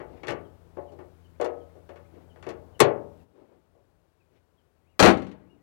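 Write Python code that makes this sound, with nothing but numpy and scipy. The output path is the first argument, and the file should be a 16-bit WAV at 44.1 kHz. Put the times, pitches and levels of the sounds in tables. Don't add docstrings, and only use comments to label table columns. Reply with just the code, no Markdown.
import sys
import numpy as np
from scipy import signal
from scipy.fft import rfft, irfft, next_fast_len
from scipy.io import wavfile
from scipy.ndimage import uniform_filter1d, minimum_filter1d, map_coordinates

SR = 44100
rng = np.random.default_rng(int(sys.argv[2]) if len(sys.argv) > 2 else 0)


def unload_audio(sound):
    columns = np.transpose(np.atleast_2d(sound))
    steps = np.round(np.clip(columns, -1, 1) * 32767)
    wavfile.write(sys.argv[1], SR, steps.astype(np.int16))


N = 247842


# [start_s, level_db, low_thump_db]
CATCH_BLOWS = [(4.993, -12, -19.5), (4.999, -9, -3.5)]
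# [centre_hz, level_db, t60_s (time to fall 60 dB)]
SHUT_HOOD_BANDS = [(40, -35, .3), (65, -21, 0.46), (120, -17.5, 0.56), (213, -10, 0.48), (378, -3.5, 0.35),
                   (640, -6, 0.24), (1110, -3.5, 0.22), (1957, -7, .2), (3380, -9, .16),
                   (5200, -13.5, 0.097), (8050, -20, .12), (12200, -30.5, 0.1), (16000, -30.5, .1)]
# [pitch_hz, level_db, t60_s]
SHUT_HOOD_MODES = [(55, -14, .45), (78, -9, 0.31), (91.94, -2.5, 0.5), (190.7, -0.5, 0.59),
                   (203.1, 4.5, 0.27), (250, -1.5, 0.32), (293, -17.5, 0.84), (335, -1.5, 0.39),
                   (387, 2, 0.33), (438, 1.5, .24), (504.6, -1, 0.17), (557.3, -4.5, 0.34),
                   (614, -24, 0.82), (637.6, 2, 0.19), (704, -4, 0.25), (775.3, -7, 0.33),
                   (892, -12.5, 0.16), (1124, -4.5, 0.19), (1308.7, -7.5, 0.25), (2060, -10, 0.25),
                   (2140, -7.5, 0.3), (3000, -18.5, 0.48), (4100, -20, 0.14)]


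def slam():
    catch_clank_db, catch_click_db = -4, 2.5
    blows = [(*blow, catch_clank_db, catch_click_db) for blow in CATCH_BLOWS]
    blows += [*landing(count=7), *latch_rattle(count=7)]
    return amp(-15.0) * strikes(blows, SHUT_HOOD_BANDS, SHUT_HOOD_MODES, ripple_db=2.0, ring_db=-5.0,
                                crack_db=3.0, crack_t60=0.092, linger_db=-29, linger=3.66)


def landing(count):
    land_s, land_db = 5.026, -4.5
    first_gap_s, gap_growth = .009, 1.27
    settle_s, settle_loss_db = 0.097, 20
    tone_db = np.array((-1, -1.5, -.5))
    dulling_db = np.array((1.5, 2, 11.5))
    since = 0
    for k in range(count):
        settled = since / settle_s
        level_db = land_db - settle_loss_db * settled ** 2
        yield land_s + since, level_db, *(tone_db - settled * dulling_db)
        since += first_gap_s * gap_growth ** k


def latch_rattle(count):
    rattle_s, rock_period_s = 5.172, .0475
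    first_db, loss_per_swing_db = -44, 3.5
    backswing_db = -7.5
    thump_db, clank_db, click_db = 10, 5.5, 0.5
    for k in range(count):
        level_db = first_db - loss_per_swing_db * k / 2 + backswing_db * (k % 2)
        yield rattle_s + rock_period_s * k / 2, level_db, thump_db, clank_db, click_db


def body_thud(s, db, hz, t60):
    out, t = np.zeros(N), np.arange(SR // 2) / SR
    add(out, s, amp(db - 60 * t / t60) * np.sin(2 * np.pi * hz * t))
    return out


# [centre_hz, level_db, t60_s]
RAISED_HOOD_BANDS = [(60, -37, .4), (130, -17.5, 0.53), (232, -18, 0.84), (365, -1.5, .42),
                     (580, -2.5, 0.48), (880, -8, .38), (1354.7, -7, .33), (2300, -8.5, 0.25),
                     (3426, -15, 0.16), (5200, -16, 0.125), (8200, -21, 0.06), (12000, -30, 0.056),
                     (16105, -42.5, .05)]
# [pitch_hz, level_db, t60_s]
RAISED_HOOD_MODES = [(112.3, -13.5, 0.81), (138.7, -6, 0.3), (216, -20.5, 0.41), (293, -8, .6),
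                     (342.6, -2, 0.42), (364.7, 2.5, .35), (413.7, 0.5, 0.49), (459.7, -4.5, 0.58),
                     (480, -0.5, .45), (558, -8.5, 0.33), (575, -1, 0.52), (615, -4.5, 0.51),
                     (702, -10.5, 0.46), (852, -6.5, 0.49), (1056, -11, 0.41), (915, -11.5, 0.52),
                     (1170, -9.5, 0.37), (1274, -14.5, 0.59), (1387, -10, 0.04), (1806, -6.5, 0.12),
                     (1956, -13, 0.25), (2232, -15, 0.17), (2587, -13.5, 0.044), (2805, -14.5, .2),
                     (3370, -16, .18), (3510, -18, 0.15), (4260, -18.5, 0.083), (5250, -17.5, 0.07),
                     (5700, -20, 0.08), (7510, -22, 0.058)]


def prop_rod():
    return amp(-11) * strikes(rod_contacts(), RAISED_HOOD_BANDS, RAISED_HOOD_MODES, ripple_db=2.5,
                              ring_db=-1.5, crack_db=1.0, crack_t60=0.049, linger_db=-39.5, linger=2.1)


# [start_s, level_db, low_thump_db, clank_db, hard_click_db]
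ROD_KNOCKS = [(0.001, -39.5, -1, -2, -20.5), (0.233, -42.5, 4, 5, -5), (0.270, -36.5, -3, 0, 0),
              (0.282, -32.5, 4.5, 8.5, 2), (0.306, -33, 5, -12, 0.5), (0.77, -33.5, -4, -18.5, -35),
              (0.92, -47, 2.5, -20, -7), (0.988, -43.5, -1, -8, -19), (1.399, -24, -22, -16.5, -33),
              (1.412, -29, -7.5, -7.5, -5), (1.444, -26, -15.5, -13.5, -8), (1.753, -49, -5, -23, -19),
              (1.891, -42, -8.5, -6.5, -13), (1.958, -51, -3.5, 0, -7), (2.359, -54, -8, 0, -17),
              (2.426, -51.5, -6.5, 8.5, 4), (2.466, -33.5, 0.5, -7.5, -14), (2.489, -41.5, 1.5, -1.5, 6),
              (2.803, -12.5, 0, -3, -1), (3.751, -58.5, 0, -26, -18)]


def rod_contacts():
    rebound_s, rebound_db, click_loss_db = .014, -3.5, 5
    for s, db, thump_db, clank_db, click_db in ROD_KNOCKS:
        yield s, db, thump_db, clank_db, click_db
        yield s + rebound_s, db + rebound_db, thump_db, clank_db, click_db - click_loss_db


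# [start_s, level_db, low_thump_db, clank_db, hard_click_db]
CLIP_BLOWS = [(2.794, -34.5, -4, -6, -7.5), (2.8025, -10.5, -3.5, 2, -2.5), (2.807, -16, -1.5, -2, -3)]
CLIP_BANDS = [(90, -38, .08), (160, -14, .1), (400, -2.5, 0.12), (1000, 0, 0.021), (2500, -7, 0.12),
              (5000, -8, 0.073), (8040, -7, 0.063), (11400, -9.5, 0.014), (15000, -27.5, .03)]
CLIP_RING_MODES = [(420, 3, 0.058), (457, 5.5, .09), (813, -1.5, .12), (916, -1, 0.12), (1086, -2.5, 0.11),
                   (1412.5, -7.5, 0.19), (2637, -5.5, 0.077), (4200, -9, .08), (5700, -11, .07),
                   (7580, -3.5, 0.045), (11180, -9, 0.016)]


def clip_snap():
    return amp(-8) * strikes(CLIP_BLOWS, CLIP_BANDS, CLIP_RING_MODES, ripple_db=2.0, ring_db=0.5,
                             crack_db=1, crack_t60=0.022, linger_db=-41.5, linger=2.4)


def strikes(blows, bands, modes, ripple_db, ring_db, crack_db, crack_t60, linger_db, linger):
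    out, t = np.zeros(N), np.arange(SR) / SR
    band_hz, band_db, band_t60 = np.transpose(bands)[:, :, None]
    mode_hz, mode_db, mode_t60 = np.transpose(modes)[:, :, None]
    ripple = modal_ripple(ripple_db)

    crack = amp(crack_db - 60 * t / crack_t60)
    bay_answer = amp(linger_db - 60 * t / (linger * band_t60))
    decay = crack + amp(-60 * t / band_t60) + bay_answer
    wash_shape = decay * (1 - np.exp(-t * band_hz))

    ring_shape = (crack + amp(-60 * t / mode_t60)) * (1 - np.exp(-t * mode_hz))
    rings = ring_shape * np.exp(2j * np.pi * mode_hz * t)

    for s, db, *contact in blows:
        wash_gain = amp(band_db + contact_colour(band_hz, *contact))
        wash = noise_bands(band_hz[:, 0], ripple) * wash_shape * wash_gain
        uneven_db = 2 * rng.standard_normal(mode_hz.shape)
        strength = amp(mode_db + contact_colour(mode_hz, *contact) + uneven_db)
        start_phase = np.exp(2j * np.pi * rng.random(mode_hz.shape))
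        ring = (strength * start_phase * rings).real
        add(out, s, amp(db) * (wash.sum(0) + amp(ring_db) * ring.sum(0)))
    return out


def contact_colour(hz, thump_db, clank_db, click_db):
    curve = [(200, thump_db), (350, .45 * thump_db), (480, 0), (700, 0), (1900, clank_db), (6500, click_db)]
    return along(curve, hz)


def modal_ripple(depth_db):
    place = 60 * np.log1p(np.fft.rfftfreq(SR, 1 / SR) / 700)
    curve = map_coordinates(rng.standard_normal(int(place[-1]) + 4), [place])
    return amp(depth_db * curve)


def noise_bands(centres, ripple):
    hz = np.fft.rfftfreq(SR, 1 / SR)
    shares = np.array([along(np.c_[centres, own], hz) for own in np.eye(len(centres))])
    radiated = hz ** 2 / (hz ** 2 + centres[0] ** 2)
    random_phase = np.exp(2j * np.pi * rng.random(len(hz)))
    return unit(irfft(shares * ripple * radiated * random_phase, SR))


# [start_s, length_s, panel_drone_db, hiss_db]
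RUBS = [(0.059, 0.21, -52, -67), (2.106, 0.16, -51.5, -72), (3.324, 0.15, -52.5, -76.5),
        (3.407, 0.21, -56.5, -81), (4.301, 0.12, -65.5, -74)]


def scuffs():
    out, t = np.zeros(N), np.arange(N) / SR
    panel_hz, hiss_hz = 402, 2400
    for s, length, panel_db, hiss_db in RUBS:
        stroke = np.sin(np.pi * np.clip((t - s) / length, 0, 1))
        for hz, db in ((panel_hz, panel_db), (hiss_hz, hiss_db)):
            rub = noise([(hz / 6, -35), (hz / 1.19, 0), (hz * 0.98, -2), (hz * 3, -24), (hz * 12, -60)])
            out += stroke * amp(db - 4.5 + 2.3 * wobble(90)) * rub
    return out


# [start_s, start_pitch_hz, level_db]
FALLING_WHISTLES = [(0.438, 3400, -72.5), (0.867, 3250, -71), (1.236, 3250, -70), (1.594, 3400, -73),
                    (2.291, 3300, -68), (2.735, 3200, -65), (3.183, 2950, -76), (4.194, 2750, -75),
                    (4.57, 3450, -77)]
# [start_s, start_pitch_hz, level_db]
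RISING_WHISTLES = [(1.335, 1770, -75), (1.685, 1650, -74), (2.038, 1800, -72)]


def birds():
    out = whistles(FALLING_WHISTLES, length_s=.042, end_ratio=0.82, bend=1.3)
    out += whistles(RISING_WHISTLES, length_s=0.0366, end_ratio=1.6, bend=1.09)
    out += warble()
    echo = rng.standard_normal(SR // 2) * amp(-60 * np.arange(SR // 2) / SR / .3)
    echo /= np.linalg.norm(echo)
    return out + amp(-4) * signal.fftconvolve(out, echo)[:N]


def whistles(calls, length_s, end_ratio, bend):
    out = np.zeros(N)
    glide = end_ratio ** (np.linspace(0, 1, int(length_s * SR)) ** bend)
    for s, hz, db in calls:
        phase = 2 * np.pi * np.cumsum(hz * glide) / SR
        add(out, s, amp(db) * np.hanning(len(glide)) * np.sin(phase))
    return out


# [top_s, period_s, level_db]
WARBLED_PHRASES = [(4.905, .145, -77.5), (5.515, 0.18, -78)]


def warble():
    out, t = np.zeros(N), np.arange(N) / SR
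    middle_hz, swing_hz, low_note_dip_db = 2400, 480, 6
    for s, period, db in WARBLED_PHRASES:
        turn = np.clip((t - s) / period, -1, 1)
        swing = np.cos(2 * np.pi * turn)
        phase = 2 * np.pi * np.cumsum(middle_hz + swing_hz * swing) / SR
        level_db = db + low_note_dip_db * (swing - 1) / 2 + 3 * wobble(45)
        out += amp(level_db) * (1 - turn ** 2) * np.sin(phase)
    return out


# [pitch_hz, level_db]
HUM_PARTIALS = [(84.4, 1), (111.5, -11.5), (168, -7.5), (252, -12.5), (335, -16)]
# [pitch_hz, level_db (per Hz)]
RUMBLE_SPECTRUM = [(12, -58.5), (20, -22.5), (54, -3.5), (86, -4.5), (172, -12), (221, -17), (394, -12.5),
                   (702, -18), (872, -20.5), (1500, -36.5), (1950, -62), (3300, -120)]
# [time_s, level_db]
RUMBLE_LEVELS = [(0, -54), (1.2, -64), (2.2, -59), (3.23, -61), (4.8, -64.5), (5.62, -60)]
# [pitch_hz, level_db (per Hz)]
HISS_SPECTRUM = [(590, -27.5), (1000, -2.5), (1260, -3.5), (1480, -3.5), (1870, -8), (6470, -19),
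                 (14900, -20.5), (16000, -17.5)]


def background():
    t = np.arange(N) / SR
    drop_s, drop_length_s = 3.23, 0.027
    drop = np.clip((t - drop_s) / drop_length_s, 0, 1)

    hum = np.zeros(N)
    for hz, db in HUM_PARTIALS:
        hum += amp(db + 0.5 * wobble(1.2)) * np.sin(2 * np.pi * hz * t + 0.2 * wobble(9.6))
    rumble_db = np.interp(t, *np.transpose(RUMBLE_LEVELS)) + 1.1 * wobble(2.3)

    out = amp(-57.5 - 17 * drop) * hum
    out += amp(rumble_db - 7 * drop) * noise(RUMBLE_SPECTRUM)
    return out + amp(-74 - 7 * drop) * noise(HISS_SPECTRUM)


def noise(spectrum):
    m = next_fast_len(N)
    colour = amp(along(spectrum, np.fft.rfftfreq(m, 1 / SR)))
    return unit(irfft(rfft(rng.standard_normal(m)) * colour, m)[:N])


def wobble(rate):
    knots = rng.standard_normal(int(N * rate / SR) + 4)
    return map_coordinates(knots, [np.arange(N) * rate / SR])


def amp(db):
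    return 10 ** (np.asarray(db) / 20)


def unit(x):
    return x / np.sqrt(np.mean(x ** 2, axis=-1, keepdims=True) + 1e-20)


def along(points, hz):
    f, v = np.transpose(points)
    return np.interp(np.log(hz + 1), np.log(f + 1), v)


def add(track, s, sound):
    part = track[max(round(s * SR), 0):][:len(sound)]
    part += sound[:len(part)]


def scene():
    closing = slam() + body_thud(s=5.0235, db=-12.5, hz=100.86, t60=0.07)
    sound = closing + prop_rod() + clip_snap() + scuffs() + birds() + background()
    microphone_gain = 2
    return np.array([microphone_gain * sound, np.zeros(N)])


def record(dry):
    ceiling, window = .92, 97
    bass_cut_hz, top_hz = 38, 15900
    needed = 1 / np.maximum(np.abs(dry).max(0) / ceiling, 1)
    gain = uniform_filter1d(minimum_filter1d(needed, size=window), size=window)
    m = next_fast_len(N + SR // 2)
    hz = np.fft.rfftfreq(m, 1 / SR)
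    band = hz ** 3 / (hz ** 3 + bass_cut_hz ** 3) * (hz < top_hz)
    return irfft(rfft(dry * gain, m) * band, m)[:, :N]


dry = scene()
out = record(dry)
unload_audio(out)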